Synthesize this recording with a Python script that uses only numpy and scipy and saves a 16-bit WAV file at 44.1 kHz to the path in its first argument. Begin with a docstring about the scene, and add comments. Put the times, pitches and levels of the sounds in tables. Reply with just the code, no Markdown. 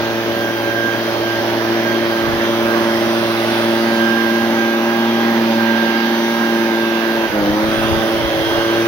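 """A loud buzz, whine and roar: a petrol backpack blower runs flat out, close to two microphone ports.
One cylinder fires on every turn, a fourteen-blade fan whines on the same shaft, air roars from the tube.
Near the end the engine misses a few firings, sags and picks up again; stray air buffets the left port.
The engine sound is a stack of "orders": order 3 is a tone that vibrates three times per shaft turn."""
import sys
import numpy as np
from scipy import signal
from scipy.fft import rfft, irfft
from scipy.io import wavfile
from scipy.ndimage import uniform_filter1d

SR = 44100
rng = np.random.default_rng(int(sys.argv[2]) if len(sys.argv) > 2 else 0)


def output_pcm(signal):
    """Save a mono or channel-first signal as 16-bit PCM at the path in sys.argv[1].

    Samples are clipped to [-1, 1] before scaling.
    """
    pcm = np.clip(np.atleast_2d(signal).T, -1, 1) * 32767
    wavfile.write(sys.argv[1], SR, np.round(pcm).astype(np.int16))


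N = 391519
HOP, WINDOW = 256, 1024  # samples between frames, samples in one slice of noise
TONE_TIMES, NOISE_TIMES = (np.arange(N // HOP + extra) * HOP / SR for extra in (2, 5))
NOISE_HZ = np.fft.rfftfreq(WINDOW, 1 / SR)
BLADES, ORDERS = 14, np.arange(1, 57)

# Shaft speed, nearly steady until the sag after the missed firings: time_s, turns_hz
SHAFT_SPEED = [(0.0, 114.2), (0.12, 113.5), (0.22, 114.0), (0.64, 113.6), (0.84, 114.2), (1.41, 113.6),
               (1.56, 114.2), (1.67, 113.4), (1.85, 114.2), (2.2, 113.5), (2.59, 114.3), (2.91, 113.9),
               (3.21, 114.4), (3.34, 113.6), (3.58, 114.5), (3.68, 113.8), (3.85, 114.2), (4.0, 113.7),
               (4.15, 114.4), (4.25, 113.8), (4.4, 114.9), (4.5, 114.1), (4.81, 114.3), (4.91, 115.4),
               (5.16, 115.0), (5.26, 115.6), (5.44, 114.0), (6.0, 114.2), (6.07, 114.8), (6.27, 115.1),
               (6.82, 113.4), (7.11, 114.0), (7.21, 113.1), (7.27, 113.1), (7.36, 104.8), (7.44, 101.5),
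               (7.5, 102.7), (7.58, 106.8), (7.68, 110.3), (7.76, 111.3), (8.2, 112.2), (8.35, 109.9),
               (8.4, 110.0), (8.57, 112.8), (8.87, 113.9)]
# How the air roar and casing buzz change; roar and lean count only as changes from their average.
# The treble band is a faint high band near 9 kHz that slowly swells and fades:
# time_s, roar_db, lean_left_db, treble_band_db, buzz_left_db, buzz_right_db
ROAR_AND_BUZZ = [(0.0, -25, -4, -14, -71, -40.5), (0.5, -25.5, -3, -11, -58, -45),
                 (1.3, -24.5, -6, -10, -46, -45), (1.9, -24, -6, -11, -47.5, -44),
                 (2.55, -23.5, -5, -6.5, -50, -42), (3.1, -23.5, -8.5, -3.5, -44.5, -41.5),
                 (3.63, -22, -5.5, -1.5, -47, -38), (4.15, -24, -7, -7, -47, -39.5),
                 (4.8, -25.5, -3.5, -10, -52, -39.5), (5.3, -23.5, -6, -11, -73, -39),
                 (6.0, -23, -5, -12, -63, -38.5), (6.25, -25, -7, -6, -43, -40),
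                 (7.15, -24, -4, -10, -63, -39), (7.47, -25, -5, -12, -35, -34),
                 (7.81, -23.5, -6, -2, -49, -42), (8.33, -24, -7, -6, -38.5, -40.5),
                 (8.88, -25, -4, -3, -46, -40.5)]
# How alike left and right sound: pitch_hz, likeness (1 = the same, 0 = unrelated, below 0 = opposed)
LIKENESS = [(60, -0.33), (130, 1), (290, 0.96), (640, 1), (1410, 0.65), (3100, -0.15), (6820, -0.028),
            (15000, 0.027)]


def gain_of(db):
    """Turns decibels into a factor to multiply by."""
    return 10 ** (np.asarray(db) / 20)


def evened(x):
    """Scales a signal to an average power of 1."""
    return x / np.sqrt(np.mean(abs(x) ** 2) + 1e-20)


def at_pitch(points, hz):
    """Looks up a (pitch_hz, value) table at the given pitches."""
    pitch_hz, value = np.transpose(points)
    return np.interp(np.log(hz + 1), np.log(pitch_hz + 1), value)


def columns(rows, at):
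    """Looks up a table by its first column and gives a curve for each of the others."""
    first, *values = np.transpose(rows)
    return [np.interp(at, first, value) for value in values]


def lifts(hz, peaks):
    """Adds up resonances in dB; each lifts or lowers the sound near its own pitch."""
    return sum(db / (1 + (2 * (hz - pitch_hz) / width_hz) ** 2) for pitch_hz, width_hz, db in peaks)


def drift(rate_hz, count=1):
    """Smooth random curves of complex numbers, one value a frame."""
    frames = len(TONE_TIMES)
    spectrum = rfft(rng.standard_normal((2, count, frames)))
    real, imag = irfft(spectrum / (1 + (np.fft.rfftfreq(frames, HOP / SR) / rate_hz) ** 2), frames)
    return evened(real + 1j * imag)


def ports(hz, lean_db=0):
    """Left and right gain and phase: the body casts a shadow and each port colours the sound."""
    louder_left = [(60, 9), (99, 7), (160, -13.5), (270, 5.5), (450, -3.5), (740, -2), (1220, -8),
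                   (2010, -7.5), (3330, -5.5), (5500, 8), (9080, -1.5), (15000, 0)]  # left level minus right: pitch_hz, lean_db
    earlier_left = [(100, 1), (250, 0.11), (600, 0.62), (1000, 0.6), (1400, 1.57), (2300, 1.34),
                    (3000, 2.5), (15000, 2.5)]  # how far the left wave is ahead: pitch_hz, lead_radians
    half = gain_of((at_pitch(louder_left, hz) + lean_db) / 2) * np.exp(.5j * at_pitch(earlier_left, hz))
    return np.array([half, 1 / half]) / np.sqrt((abs(half) ** 2 + abs(half) ** -2) / 2)


def noise(gains, likeness):
    """Stereo noise shaped by gains (side x pitch x frame)."""
    a, b, c, d = rng.standard_normal((gains.shape[-1], len(NOISE_HZ), 4)).T
    left, likeness = a + 1j * b, np.clip(likeness, -1, 1)[:, None]
    right = likeness * left + np.sqrt(1 - likeness ** 2) * (c + 1j * d)
    return signal.istft(np.array([left, right]) * gains, nperseg=WINDOW, noverlap=WINDOW - HOP)[1][:, :N]


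def shaft():
    """The shaft's angle in radians; it spins a little unevenly from turn to turn."""
    t = np.arange(N) / SR
    turns_hz = columns(SHAFT_SPEED, t)[0]
    uneven = np.interp(t, TONE_TIMES, drift(rate_hz=23.06)[0].real)
    return 2 * np.pi * np.cumsum(turns_hz * (1 + .0022 * uneven)) / SR


def fan_whine(sag_db):
    """Left and right dB of the tone of the passing blades; the shadowed left hears it faint and wavering."""
    right_whine = [(0.0, -35), (0.1, -28), (0.14, -40), (0.39, -27), (0.44, -22), (0.55, -31), (0.61, -28),
                   (0.66, -22.5), (0.77, -20), (0.87, -17), (0.93, -19.5), (0.98, -43), (1.2, -44),
                   (1.25, -23), (1.32, -21), (1.4, -22), (1.43, -40), (1.82, -37), (1.87, -21),
                   (1.96, -23.5), (2.0, -49), (2.09, -43), (2.13, -23), (2.2, -24.5), (2.33, -47),
                   (2.63, -42), (2.71, -24), (2.78, -32), (3.1, -40), (3.7, -34), (3.95, -24), (4.02, -18),
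                   (4.2, -19), (4.4, -20), (4.5, -38), (4.58, -20.5), (4.64, -18), (4.74, -20.5),
                   (4.78, -31), (4.95, -23), (5.25, -23.5), (5.38, -31), (5.52, -34), (5.62, -19.5),
                   (5.72, -18.5), (5.85, -19), (6.08, -20), (6.11, -23), (6.18, -38), (6.3, -23.5),
                   (6.9, -22.5), (7.15, -24), (7.22, -30), (7.25, -22), (7.285, -34), (7.31, -29),
                   (7.45, -38), (7.65, -40), (7.75, -27), (7.86, -32), (7.9, -43), (7.94, -28), (8.05, -30),
                   (8.14, -42), (8.28, -34), (8.38, -44), (8.46, -30), (8.6, -25), (8.75, -29), (8.87, -32)]  # blade tone at the right port: time_s, level_db
    right_gain = columns([(s, gain_of(db)) for s, db in right_whine], TONE_TIMES)[0]
    return [-35.5 + sag_db + 1.5 * drift(rate_hz=2.2)[0].real, 20 * np.log10(right_gain)]


def exhaust():
    """Levels in dB of orders 1 to 13, the exhaust note; each wavers from firing to firing."""
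    # The note as the operator turns: time_s, then level_db of orders 1, 2, 3, 5, 7, 8
    main_orders = [(0.0, -34, -27.5, -24.5, -28.5, -35, -31), (0.4, -35, -33.5, -25, -27, -62, -62),
                   (1.2, -34, -33.5, -24.5, -30, -44, -56), (1.45, -33.5, -32.5, -22.5, -28, -36, -43),
                   (1.75, -33.5, -27, -20.5, -31.5, -35.5, -41), (2.2, -37, -26.5, -21, -27.5, -59, -41),
                   (2.85, -35.5, -23.5, -20, -25, -33, -34), (3.1, -34.5, -24.5, -19.5, -29.5, -37, -52),
                   (3.5, -32, -25.5, -22.5, -28, -37, -40), (3.85, -37, -19.5, -20, -25.5, -34, -30),
                   (4.2, -41, -19, -21.5, -31, -32, -49), (4.5, -39, -20.5, -20, -28.5, -29, -34),
                   (4.72, -47, -22.5, -21, -27, -34, -36), (5.0, -37.5, -20.5, -22, -34, -29, -36),
                   (5.35, -37, -17.5, -22, -30, -32, -35), (5.62, -34.5, -18, -23, -25.5, -36, -30),
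                   (6.0, -49, -20, -23.5, -30.5, -34, -33), (6.6, -42, -20.5, -20.5, -29, -33, -33),
                   (7.2, -51, -25.5, -21, -28, -58, -40), (7.46, -50, -25.5, -19, -23, -44, -42),
                   (7.9, -49, -26, -19.5, -26, -35, -43), (8.2, -35, -30.5, -21.5, -24, -33, -37),
                   (8.45, -43, -40, -21.5, -21.5, -46, -56), (8.87, -29.5, -27, -18, -26.5, -44, -42)]
    # The tones between and above: time_s, then level_db of orders 4, 6, 9 and of each of 10 to 13
    middle_orders = [(0.0, -32, -38, -41, -43), (0.75, -35, -36, -41, -42), (1.25, -36, -37, -39, -41),
                     (1.75, -30, -35, -39, -40), (2.25, -33, -37, -38, -39), (2.75, -36, -35, -37, -37),
                     (3.25, -39, -36, -38, -37), (3.75, -29.5, -39, -38, -37), (4.25, -37, -41, -35, -41),
                     (4.75, -39, -44, -38, -42), (5.25, -39, -42, -38, -44), (5.75, -41, -44, -36, -43),
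                     (6.25, -41, -46, -38, -43), (6.75, -35, -46, -38, -41), (7.25, -37, -42, -35, -43),
                     (7.5, -37, -35, -36, -44), (7.9, -36, -38, -40, -42), (8.3, -32, -40, -42, -44),
                     (8.6, -32, -40, -41, -42), (8.88, -29, -40, -40, -41)]
    first, second, third, fifth, seventh, eighth = columns(main_orders, TONE_TIMES)
    fourth, sixth, ninth, above = columns(middle_orders, TONE_TIMES)
    level_db = np.array([first, second, third, fourth, fifth, sixth, seventh, eighth, ninth] + 4 * [above])
    return level_db + missed_firings(TONE_TIMES) + 1.2 * drift(rate_hz=31, count=13).real


def casing_buzz(turns_hz, sag_db, port_db):
    """The casing's buzz: each order's level in dB, and the share of it that wanders."""
    buzz_orders = [(15, 2, 0.86), (16.4, -2, 1), (18.2, 2.5, 0.16), (20.8, -3, 0.83), (24.6, 0.5, 0.83),
                   (29.5, -2, 0.96), (42, -8, 0.98), (45, -7.5, 1), (49.4, -10, 1), (52.7, -10.5, 1),
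                   (53, -15.5, 0.77)]  # tones above the blade tone: order, offset_db, wander_share (0 to 1)
    panels = [(3227, 19, 16), (3420, 80, -3.5), (4640, 96, -4), (6170, 100, 6)]  # panel resonances colour any order crossing them: pitch_hz, width_hz, lift_db
    offset_db, wander_share = columns(buzz_orders, ORDERS)
    colour_db = offset_db[:, None] + lifts(ORDERS[:, None] * turns_hz, panels)
    lean_db = port_db - port_db[:, [2 * BLADES - 1]]  # the buzz curves already hold the lean at order 28
    buzz_db = np.array(columns(ROAR_AND_BUZZ, TONE_TIMES)[3:])[:, None] + sag_db
    follow = np.clip(ORDERS / 18, 0, 1)[:, None]  # higher orders follow the curves fully
    buzz_db = buzz_db.mean(2, keepdims=True) * (1 - follow) + buzz_db * follow
    return colour_db + lean_db + buzz_db, wander_share


def engine(angle):
    """Low orders keep in step, so each firing is one pulse; high ones wander as paths to the ports change."""
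    overtones = [(2, -2), (3, -12)]  # overtones of the blade tone: multiple, lift_db
    turns_hz = columns(SHAFT_SPEED, TONE_TIMES)[0]
    order_hz = ORDERS * turns_hz.mean()
    sag_db = 1.5 * np.minimum(turns_hz - 114, 0)  # fades as the shaft drops below full speed, 114 Hz
    port = ports(order_hz)[:, :, None]
    port_db = 20 * np.log10(abs(port))
    level_db, wander_share = casing_buzz(turns_hz, sag_db, port_db)  # row 0 is order 1
    level_db[:, BLADES - 1], wander_share[BLADES - 1] = fan_whine(sag_db), .12
    for multiple, db in overtones:
        level_db[:, int(multiple) * BLADES - 1] += db
    level_db[:, :13] = exhaust() + port_db[:, :13]
    wander_share[:8] = .1
    wander_share[3:6:2] = wander_share[8:13] = .25  # the middle orders come and go more
    both, left, right = (drift(rate_hz=1.87, count=len(ORDERS)) for _ in range(3))
    likeness = np.clip(at_pitch(LIKENESS, order_hz), 0, 1)[:, None]
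    wander = np.sqrt(likeness) * both + np.sqrt(1 - likeness) * np.array([left, right])
    pulse_phase = .02 * ORDERS ** 2 - 1.3  # push then pull, spread out by the muffler
    steady = np.sqrt(1 - wander_share ** 2) * np.exp(1j * pulse_phase)
    strengths = gain_of(level_db) * (steady[:, None] + wander_share[:, None] * wander) * port / abs(port)
    strengths[:, BLADES - 1] *= gain_of(1.5 * drift(rate_hz=21)[0].real)  # uneven inflow shakes the whine
    add_whistles(strengths)
    turn, tone, sound = np.exp(1j * angle), np.ones(N), np.zeros((2, N))
    ramp = np.arange(HOP) / HOP
    for strength in strengths.transpose(1, 0, 2):
        tone = tone * turn  # step up to the next order
        glide = strength[:, :-1, None] + np.diff(strength)[:, :, None] * ramp
        sound += (glide.reshape(2, -1)[:, :N] * tone).real
    return np.sqrt(2) * sound


def tube_colour(hz, t):
    """The tube's hollow sound in dB: steady resonances, changing ones and brief swells."""
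    resonances = [(322, 214, 6), (598.5, 39, 8.5), (813, 200, 4), (1400, 59, -3), (1597, 690, 6.5),
                  (3320, 1500, 2.5)]  # steady: pitch_hz, width_hz, lift_db
    hollow = [(0.0, 3, -2, 2.5), (0.4, 1, 0, -5), (1.0, -1.5, -0.5, -3), (1.6, 3, 3, -2.5),
              (2.2, 0, 0.5, -1), (2.8, 3.5, 1, 3), (3.9, 0.5, 0, -1.5), (5.0, 0, 3, 1.5), (5.4, -2, 4, 0.5),
              (6.1, -4.5, 3, -1.5), (6.6, -3.5, -3, 1), (7.2, 1.5, 5, -2.5), (7.9, 1, -2, 5.5),
              (8.45, 6, 3.5, -1.5), (8.88, -1.5, 0, 4.5)]  # two resonances and a band of rush: time_s, lower_db, upper_db, rush_db
    swells = [(1.036, 0.06, 610, 50, 12), (2.7, .06, 630, 50, 1), (3.706, .1, 617, 50, 4),
              (4.48, .06, 800, 70, 5), (6.18, .17, 5960, 60, 3), (7.45, .07, 655, 80, 10),
              (7.85, .1, 2700, 300, 4), (7.95, .12, 3600, 400, 5), (8.1, .15, 3030, 200, 4),
              (8.6, 0.3, 3300, 700, 6)]  # brief resonances: middle_s, half_length_s, pitch_hz, width_hz, lift_db
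    lower_db, upper_db, rush_db = columns(hollow, t)
    colour_db = lifts(hz, [(620, 144, lower_db), (960, 100, upper_db), (1270, 350, rush_db)])
    for middle_s, half_s, *peak in swells:
        colour_db += lifts(hz, [peak]) * np.exp(-((t - middle_s) / half_s) ** 2)
    return colour_db + lifts(hz, resonances)


def air_roar(angle):
    """The jet and fan make a patchy roar, coloured by the tube and puffing once a turn."""
    roar_shape = [(40, -52), (120, -38), (200, -6), (450, -7.5), (1000, -9), (2200, -13), (4000, -18),
                  (6000, -21.5), (6900, -30.5), (7700, -50), (8400, -30.5), (9300, -23.5), (12500, -28.5),
                  (15800, -23.5)]  # tone balance (microphones are deaf near 7.7 kHz): pitch_hz, relative_db
    hisses = [(4550, 45, 2), (4860, 79, 6.5), (6040, 44, 6)]  # fuzzy whistles that come and go: pitch_hz, width_hz, greatest_lift_db
    hz, t = NOISE_HZ[:, None], NOISE_TIMES
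    change_db, lean_db, treble_band_db = columns(ROAR_AND_BUZZ, t)[:3]
    change_db, lean_db = change_db - change_db.mean(), lean_db - lean_db.mean()
    speckle = rng.standard_normal((2, len(hz), len(t)))
    patches = evened(uniform_filter1d(uniform_filter1d(speckle, 14, axis=1), 20, axis=2))
    jet_band = np.clip((6500 - hz) / 1500, .2, 1)  # the top treble hardly follows the jet
    low_band = 1 / (1 + (hz / 1200) ** 4)
    treble_band = np.exp(-((hz - 9300) / 1500) ** 2)
    level_db = at_pitch(roar_shape, hz) + tube_colour(hz, t) + 1.63 * patches
    level_db += treble_band * treble_band_db
    level_db += (jet_band - .98 * low_band) * change_db  # the low rush holds nearly steady
    level_db += .072 * low_band * missed_firings(t)
    for hiss, wave in zip(hisses, drift(rate_hz=.34, count=len(hisses))):
        level_db += lifts(hz, [hiss]) * np.resize(np.minimum(abs(wave), 1), len(t))
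    roar = evened(noise(gain_of(level_db) * ports(hz, jet_band * lean_db), at_pitch(LIKENESS, NOISE_HZ)))
    bright = signal.sosfilt(signal.butter(1, [2200, 10000], "band", fs=SR, output="sos"), roar)
    puff = .17 * np.cos(angle - 3.3) + .1 * np.cos(2 * angle - .4)
    return gain_of(-20.5) * (roar + puff * bright)


def wind_rumble():
    """Stray air buffets the ports with a lumpy rumble, mostly on the left."""
    buffeting = [(0.0, -37), (0.25, -45), (2.1, -46), (2.25, -37), (2.37, -35), (2.45, -41), (3.3, -44),
                 (4.5, -45.5), (5.1, -52), (6.3, -50), (7.1, -46.5), (7.37, -37), (7.51, -33), (7.6, -38),
                 (7.7, -34), (7.8, -33), (7.97, -26), (8.05, -42), (8.2, -34), (8.58, -34), (8.7, -41),
                 (8.88, -43)]  # strength of the buffeting: time_s, relative_db
    rumble_shape = [(20, -28), (32, -24), (45, 7), (70, 14), (140, 19), (250, -10), (500, -35), (2000, -82)]  # its tone balance: pitch_hz, relative_db
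    lumps = evened(uniform_filter1d(rng.standard_normal((2, 1, len(NOISE_TIMES))), 4, axis=2))
    level_db = columns(buffeting, NOISE_TIMES)[0] + 2.4 * lumps + [[[7.]], [[-5.]]]  # left, right
    shape = gain_of(at_pitch(rumble_shape, NOISE_HZ))
    return noise(shape[:, None] / np.linalg.norm(shape) * gain_of(level_db), likeness=0 * NOISE_HZ)


def add_whistles(strengths):
    """Makes single engine orders sing out for a moment as rough whistles."""
    whistles = [(0.5, 0.3, 28, -41, -35), (1.1, 0.38, 28, -39, -34.5), (2.0, 0.3, 28, -43, -34),
                (2.55, .15, 28, -38, -33), (3.0, 0.4, 28, -37, -43), (3.55, .12, 28, -38, -44),
                (5.12, 0.25, 28, -36, -36), (5.75, 0.3, 28, -42, -36), (6.25, .2, 28, -39, -40),
                (2.5, .25, 31, -40, -38), (3.2, 0.15, 31, -38, -38), (3.52, .1, 31, -38, -42),
                (4.7, 0.12, 31, -40, -39), (5.8, 0.15, 31, -41, -35), (3.6, .2, 30, -46, -36),
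                (5.15, .22, 30, -46, -38), (6.2, .2, 30, -45, -39), (2.35, .3, 27, -46, -38),
                (8.64, .12, 27, -42, -32), (6.95, .3, 24, -41, -36), (7.22, .08, 24, -40, -33),
                (7.5, .08, 30, -39, -36), (6.19, 0.16, 52, -40, -49), (3.85, .45, 39, -44, -45),
                (3.8, .3, 40, -45, -46), (5.9, .5, 39, -45, -45), (5.6, .4, 36, -44, -43),
                (7.46, .03, 56, -39, -46), (7.85, 0.2, 29, -36, -32), (8.22, .17, 29, -38, -31),
                (8.51, 0.11, 29, -35, -28), (8.72, .1, 29, -38, -33), (7.8, .12, 31, -42, -35),
                (7.8, .1, 24, -42, -34), (8.3, .05, 31, -42, -35), (8.65, .12, 28, -42, -36),
                (5.2, .2, 21, -45, -38), (8.5, 0.3, 19, -42, -35)]  # one whistle a row: middle_s, half_length_s, order, left_db, right_db
    flutter = (1 + .35 * drift(rate_hz=28, count=len(ORDERS))) / 1.03
    for middle_s, half_s, order, *sides_db in whistles:
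        row = round(order) - 1
        fade = np.exp(-((TONE_TIMES - middle_s) / half_s) ** 4)
        whistle = gain_of(sides_db)[:, None] * [[1j], [1]] * flutter[row]  # sides a quarter cycle apart
        strengths[:, row] += fade * (whistle - strengths[:, row])


def wind_thumps():
    """Stray air thumps the left port most: a short low note with a slow pressure push under it."""
    thumps = [(2.239, -31, 86.1), (2.329, -27, 91.5), (7.357, -33, 100), (7.389, -38, 140),
              (7.498, -26, 83.6), (7.685, -22, 125), (7.775, -23, 126), (7.84, -38, 101), (7.92, -22, 75),
              (7.975, -30, 74.6), (8.245, -23, 62.0), (8.58, -27, 99.8)]  # one thump a row: start_s, relative_db, pitch_hz
    push_db, push_s = -3, .0038
    sound = np.zeros(N)
    for start_s, db, pitch_hz in thumps:
        age_s = np.arange(N) / SR - start_s
        rise = np.clip(age_s * pitch_hz / .65, 0, 30)  # peaks within one cycle, then falls quickly
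        sound += gain_of(db) * rise * np.exp(1 - rise) * np.sin(2 * np.pi * pitch_hz * age_s)
        push = np.clip(age_s / push_s, 0, 30)
        sound += gain_of(db + push_db) * push * (2 - push) * np.exp(1 - push)
    return sound * gain_of([[4.5], [-12.]])  # left, right


def missed_firings(t):
    """The brief dips in dB when the cylinder fires weakly."""
    misses = [(7.3, .023, -24), (7.78, .012, -3), (8.21, .025, -5), (8.3, .008, -7), (8.44, .015, -6)]  # one weak firing a row: middle_s, half_length_s, dip_db
    return sum(db * np.exp(-((t - middle_s) / half_s) ** 2) for middle_s, half_s, db in misses)


def scene():
    """Engine, air and wind together at the two ports."""
    angle = shaft()
    return engine(angle) + air_roar(angle) + wind_rumble() + wind_thumps()


def record(dry):
    """The microphone input rounds off the highest peaks and loses the deepest bass and the top treble."""
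    low_cut_hz, high_cut_hz = 35, 15850
    soft = 1.508 * np.tanh(dry / 1.48)
    soft = signal.sosfilt(signal.butter(2, low_cut_hz, "high", fs=SR, output="sos"), soft)
    treble_cut = signal.firwin(511, high_cut_hz, window=("kaiser", 9), fs=SR)
    return signal.oaconvolve(soft, treble_cut[None], "same")


dry = scene()
out = record(dry)
output_pcm(out)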